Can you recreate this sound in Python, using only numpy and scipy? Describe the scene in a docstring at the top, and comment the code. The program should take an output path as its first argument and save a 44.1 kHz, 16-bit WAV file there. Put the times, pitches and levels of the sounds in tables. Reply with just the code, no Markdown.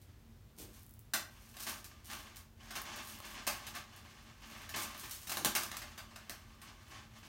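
"""Strings of beads on a hollow stool

Strings of plastic beads are drawn over a hollow plastic stool and dropped on it or its mat, a few metres away.
Each landing is a quick volley of tiny hard clicks; sliding, jostling and ticking beads are random or lone impacts.
Filters give each contact its colour, and shell modes ring under the clacks, knocks and slides.
Decaying noise smears these clicks as a live living room does, over soft bumps and a low steady rumble."""
import sys
import numpy as np
from scipy import signal
from scipy.fft import rfft, irfft, next_fast_len
from scipy.io import wavfile

SR = 44100
rng = np.random.default_rng(int(sys.argv[2]) if len(sys.argv) > 2 else 0)


def unload_wav(signal):
    """Save mono or channel-first audio to the path in sys.argv[1] as 16-bit WAV at rate SR, clipped to [-1, 1]."""
    wavfile.write(
        sys.argv[1],
        SR,
        np.round(np.clip(np.atleast_2d(signal).T, -1, 1) * 32767).astype(np.int16),
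    )


N = 321038


def amp(db):
    """Decibels to amplitude ratio: 20 dB for each factor of ten."""
    return 10 ** (np.asarray(db) / 20)


def unit(x):
    """Normalisation of a signal or spectrum to rms 1."""
    return x / np.sqrt(np.mean(x ** 2) + 1e-20)


def along(points, hz):
    """Linear interpolation of (f/Hz, value) points over log frequency."""
    f, v = np.transpose(points)
    return np.interp(np.log(hz + 1), np.log(f + 1), v)


def filtered(x, response):
    """Linear filtering: the spectrum of x times a complex response of frequency."""
    padded = 2 * next_fast_len(N // 2 + SR // 4)
    spectrum = rfft(x, padded) * response(np.fft.rfftfreq(padded, 1 / SR))
    return irfft(spectrum, padded)[:N]


def resonance(f, hz, width):
    """Frequency response of one damped mode, of gain 1 at its centre; width in Hz."""
    return 1j * f * width / (hz * hz - f * f + 1j * f * width)


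def coloured(x, tone, shell_db=None, size=16384):
    """Minimum-phase filtering of unit power; the modal powers of the shell add to the tone."""
    # modes of the stool's shell: f/Hz, width/Hz, level/dB (shell_db is added)
    shell_modes = [(208, 26, -2), (274, 7.7, -1), (348.7, 13, 1.5), (595, 34, -2.5), (838.5, 15, -0.5),
                   (1080, 40, 0), (1188, 31, 2), (1294, 40, -6), (1568, 44, 3), (1755, 82, -1.5),
                   (2107, 76, -3), (2325, 140, -6), (2740, 230, -5), (3040, 86, -2), (3470, 82, -5.5),
                   (4180, 77, -6.5)]
    f = np.fft.rfftfreq(size, 1 / SR)
    gain = amp(along(tone, f))
    if shell_db is not None:
        power = 1
        for hz, width, db in shell_modes:
            power = power + amp(db + shell_db) ** 2 / (1 + (2 * (f - hz) / width) ** 2)
        gain = gain * np.sqrt(power)
    # folding the cepstrum onto positive times makes the ring follow the blow
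    cepstrum = irfft(np.log(unit(gain)))
    cepstrum[1:size // 2] *= 2
    cepstrum[size // 2 + 1:] = 0
    impulse_response = irfft(np.exp(rfft(cepstrum)))
    return signal.oaconvolve(x, impulse_response)[:N]


def contacts(rate, scatter_db, clump_db=2.0, clumps_per_s=70):
    """Poisson-like impacts, rate per second, whose force is random and drifts in clumps; rms 1."""
    clumps = np.interp(np.arange(N) / SR * clumps_per_s, np.arange(N), rng.standard_normal(N).clip(-2, 2))
    scatter = rng.standard_normal(N).clip(-2, 2)
    force = amp(clump_db * clumps + scatter_db * scatter) * rng.choice([-1, 1], N)
    return unit(force * (rng.random(N) < rate / SR))


def room(x, build_s=0.00046, count=3):
    """Diffuse reverberation: noise tails decay exponentially, and each bead spot excites its own."""
    # reverberation time: f/Hz, t60/s
    decay_times = [(150, 0.32), (600, 0.39), (2000, 0.33), (6000, 0.3), (10000, 0.25), (16000, 0.26)]
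    hz, t, z = signal.stft(rng.standard_normal((count, SR // 2)), SR, nperseg=256)
    decay = amp(-60 * t / along(decay_times, hz)[:, None])
    tails = signal.istft(z * decay, SR)[1]
    tails *= 1 - np.exp(-np.arange(tails.shape[1]) / SR / build_s)
    tails /= np.linalg.norm(tails, axis=1, keepdims=True)
    # another spot is drawn every 48 samples
    spot = rng.integers(count, size=N)[np.arange(N) // 48]
    return sum(signal.oaconvolve(x * (spot == k), tail)[:N] for k, tail in enumerate(tails))


def background():
    """Stationary filtered noise: steady rumble and faint hiss, stronger at low room resonances."""
    # rumble and hiss spectrum: f/Hz, relative level/dB per Hz
    air_tone = [(20, -30), (30, -21), (45, -2), (115, -3), (160, -10), (260, -16.5), (330, -16.5),
                (500, -22.5), (1200, -27), (3000, -31), (6500, -35), (10400, -38.5), (12500, -36),
                (15500, -36)]
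    # low room resonances: f/Hz, width/Hz of each of two passes, rms level/dB
    room_modes = [(45.3, 12, -67), (82, 12.4, -67), (105.2, 17, -69), (224, 12.3, -69.5)]
    total = amp(-61.5) * unit(coloured(rng.standard_normal(N), air_tone))
    for hz, width, db in room_modes:
        mode = filtered(rng.standard_normal(N), lambda f: resonance(f, hz, width) ** 2)
        total = total + amp(db) * unit(mode)
    return total


def pulls():
    """Amplitude envelope of sliding: each pull starts, swells or fades evenly in dB, and stops."""
    # the hand draws a string over the stool: t/s, length/s, level/dB at midway before the
    # layer's gains, swell/dB over the pull
    strokes = [(0, 0.52, -78, -11), (0.64, 0.12, -67, 2), (1.3, 0.34, -61, 6.5), (1.694, 0.066, -50, -7),
               (1.847, 0.25, -66, -5), (2.095, 0.28, -56, -8.5), (2.626, 0.11, -54, 2.5),
               (2.773, 0.37, -49, -1), (3.246, .2, -50.5, -9), (3.513, 0.15, -51, 2.5),
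               (3.77, 0.023, -51, -7), (3.917, 0.61, -60, -11), (4.445, 0.21, -53, -3),
               (4.759, 0.18, -46.5, -6), (4.972, 0.18, -54.5, -10), (5.269, 0.082, -53, -5),
               (5.593, 0.33, -54, 1.5), (6.008, 0.53, -61, -2), (6.632, 0.2, -60.5, -5),
               (6.875, 0.14, -55.5, -2), (7.106, 0.14, -57.5, 8)]
    attack_s, release_s = 0.074, 0.058  # linear ramps before and after the stroke
    t, strength = np.arange(N) / SR, np.zeros(N)
    for s, length, db, swell_db in strokes:
        attack = 1 + (t - s) / attack_s
        release = 1 - (t - s - length) / release_s
        gate = np.minimum(attack, release).clip(0, 1)
        progress = ((t - s) / length).clip(0, 1)
        strength = np.maximum(strength, gate * amp(db + swell_db * (progress - .5)))
    return strength


def sliding():
    """Impact excitation of modes: beads chatter over the stool's edge and ring its hollow shell."""
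    # chatter spectrum without the shell modes: f/Hz, relative level/dB per Hz
    slide_tone = [(80, -24), (200, 2), (450, -9), (900, 1.5), (1600, -1.5), (3000, -3), (4500, -3),
                  (6500, -4), (8000, -10), (10500, -16.5), (16000, -38)]
    chatter = pulls() * contacts(rate=380, scatter_db=4.5, clump_db=3.5, clumps_per_s=55)
    heard = amp(-15.5) * chatter + amp(-1.5) * room(chatter)
    return coloured(heard, slide_tone, shell_db=8.5)


def swings():
    """Amplitude envelope of jostling: a skewed Gaussian gathers to each peak and settles."""
    # hanging strings swing into each other: t/s at the peak, level/dB before the layer's gains,
    # rise/s (the time to climb to the peak from 1/e of it)
    meetings = [(0.021, -63.5, 0.015), (0.603, -53, 0.027), (.75, -66, 0.076), (1.45, -66.5, 0.17),
                (1.625, -49.5, 0.023), (1.69, -47, .015), (1.77, -57, 0.014), (2.062, -55.5, 0.018),
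                (2.15, -55.5, 0.053), (2.368, -45.5, 0.0097), (3.07, -54, 0.052), (3.27, -59.5, 0.05),
                (3.53, -52.5, 0.025), (3.965, -60, 0.0074), (4.51, -61, .02), (4.62, -60.5, .025),
                (4.801, -42, 0.028), (5, -50.5, 0.046), (5.117, -47.5, 0.038), (5.32, -52, 0.1),
                (5.59, -45, .025), (5.78, -66, 0.044)]
    settle = 1.24  # settling time over rise time
    t = np.arange(N) / SR
    strength = np.zeros(N)
    for s, db, rise in meetings:
        width = np.where(t < s, rise, settle * rise)
        strength += amp(db) * np.exp(-((t - s) / width) ** 2)
    return strength


def jostling():
    """Random impact noise: swinging or sliding strings brush each other with a bright, uneven rattle."""
    # rattle spectrum: f/Hz, relative level/dB per Hz
    jostle_tone = [(300, -30), (1500, -10.5), (4000, -4), (6500, -2), (7700, -4.5), (9000, -0.5),
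                   (10400, -5), (12000, -2), (16000, -4.5)]
    rub_db = -17  # a sliding string also jostles its neighbours, this far below its pull strength
    strength = np.hypot(swings(), amp(rub_db) * pulls())
    rattle = strength * contacts(rate=540, scatter_db=9.0)
    return coloured(amp(-2.5) * rattle + amp(2) * room(rattle), jostle_tone)


def bumps():
    """Damped, low-passing contact: hand and bunched beads push dully on what lies under them."""
    # soft bumps on the mat and stool: t/s at the onset, peak level/dB of the envelope, onset to peak/s
    pushes = [(0.571, -58, 0.046), (1.17, -65, 0.012), (1.677, -62, 0.021), (2.76, -62, 0.031),
              (4.764, -58, 0.022), (5.383, -52, .04), (5.45, -47, 0.013), (5.543, -56, 0.021)]
    t = np.arange(N) / SR
    envelope = np.zeros(N)
    for s, db, length in pushes:
        u = np.maximum(t - s, 0) / length
        envelope += amp(db) * u * np.exp(1 - u)
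    dull = filtered(rng.standard_normal(N), lambda f: resonance(f, hz=253, width=420) ** 2)
    return envelope * unit(dull)


def ticks():
    """Impulse excitation: lone, very short bead-on-bead contacts have a bright spectrum."""
    # single beads tick together: t/s, level/dB before the common gain
    bead_contacts = [(0.794, -58), (0.833, -56), (.865, -56), (.894, -56), (.91, -58), (0.939, -55),
                     (0.993, -52.5), (2.818, -42), (3.188, -52), (5.061, -53), (5.449, -39), (6.297, -48)]
    # tick spectrum: f/Hz, relative level/dB per Hz
    tick_tone = [(1000, -36), (4000, -19), (9000, -3), (14000, 0.5)]
    blows = np.zeros(N)
    for s, db in bead_contacts:
        blows[round(s * SR)] = amp(db + 22)
    return coloured(blows + amp(-2) * room(blows, count=1), tick_tone)


def volley(length, fade_db, scatter_db, count=16):
    """Impulse train of unit energy: bead after bead of a string lands, on average ever more softly."""
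    place = (np.arange(count) + rng.uniform(-.5, .5, count)).clip(0) / count
    force = amp(-fade_db * place + scatter_db * rng.standard_normal(count)) * rng.choice([-1, 1], count)
    landing = (place * max(length, .002) * SR).astype(int)
    return np.bincount(landing, force / np.linalg.norm(force))


def clacks():
    """Contact stiffness: strings slap the stool or the mat, and harder contacts carry more treble."""
    # a string lands: t/s, level/dB before the common gain, treble/dB, volley length/s (at least
    # 0.002 is used), direct path/dB (low where the stool hides it)
    landings = [(1.1363, -18, -3, .008, -6), (1.568, -38.5, -3, 0.0052, -3.5),
                (1.603, -39.5, 3, 0.017, -3.5), (1.668, -26.5, -6, 0.021, -4.5), (1.844, -47, 7, 0.021, 0),
                (2.101, -31, -16, 0.027, -4), (2.132, -35, -5, 0.0056, -3),
                (2.707, -32, -9.5, 0.0081, -4.5), (2.754, -25.5, -8.5, .02, -6),
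                (2.959, -42.5, 3, .012, -5), (3.468, -25.5, 0, 0.0097, -5.5), (3.475, -22, -6, 0.0088, -3),
                (3.668, -34, -2.5, 0.014, -3.5), (3.7504, -31, -5.5, .012, -9),
                (4.692, -33.5, -3.5, 0.0039, -8), (4.76, -25.5, -3, .026, -7),
                (5.271, -35.5, 1, 0.0074, -6), (5.295, -30.5, 2, 0.011, -5), (5.32, -28, -2.5, .012, -3.5),
                (5.37, -25, -5, .003, -10), (5.448, -24, 4.5, 0.0043, -5), (5.456, -24.5, -2, .006, -2.5),
                (5.5513, -20, 0.5, 0.0095, -6.5), (5.56, -24, -17, .007, 0), (5.634, -33, 1.5, 0.0063, -1),
                (5.716, -31, -8.5, 0.0044, -2.5), (5.768, -35, 1.5, .004, -2),
                (5.818, -32, -13, 0.012, -3.5), (5.978, -31.5, -9.5, 0.0074, -8),
                (6.16, -36.5, -12, 0.0092, -0.5), (6.296, -30.5, -5, .003, -2.5),
                (6.616, -41, -2.5, .004, -10)]
    # clack spectrum without the shell modes: f/Hz, relative level/dB per Hz
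    clack_tone = [(80, -27.5), (210, -4), (340, -0.5), (470, -14), (600, -0.5), (1100, 1.5), (1800, 0.5),
                  (3000, 0), (6500, 2), (7700, -0.5), (9000, 2), (10400, -3.5), (12000, 0.5), (16000, -3.5)]
    blows, direct = np.zeros((2, N + SR))
    for s, db, treble_db, length, direct_db in landings:
        clicks = amp(db + 19) * volley(length, fade_db=9.5, scatter_db=3)
        soft = signal.lfilter(*signal.butter(1, 3500, fs=SR), clicks)
        force = soft + amp(treble_db) * (clicks - soft)
        start = round(s * SR)
        blows[start:][:len(force)] += force
        direct[start:][:len(force)] += amp(direct_db) * force
    return coloured(direct[:N] + room(blows[:N]), clack_tone, shell_db=3.5)


def knocks():
    """Modal excitation: a heavier, duller blow rings the shell's low modes."""
    # the bunched beads knock on the stool's hollow side: t/s, level/dB before the common gain
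    side_blows = [(3.203, -34), (3.476, -23.5), (4.764, -44), (5.318, -25), (5.372, -23), (5.448, -17.5),
                  (5.559, -27)]
    # knock spectrum without the shell modes: f/Hz, relative level/dB per Hz
    knock_tone = [(100, -7), (250, -13), (550, -3.5), (850, 0.5), (1250, -3.5), (1600, -21), (5000, 0)]
    blows = np.zeros(N)
    for s, db in side_blows:
        blows[round(s * SR)] = amp(db + 8.0)
    return coloured(amp(2) * blows + room(blows, count=1), knock_tone, shell_db=23)


def scene():
    """Superposition of the beads, the hand and the room they are in."""
    return (clacks() + knocks() + ticks() + sliding() + jostling() + bumps() + background())[None]


def record(dry):
    """Band limitation: the microphone passes little above a steep edge."""
    top_hz = 15900
    return filtered(dry[0], lambda f: 1 / np.sqrt(1 + (f / top_hz) ** 500))[None]


dry = scene()
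out = record(dry)
unload_wav(out)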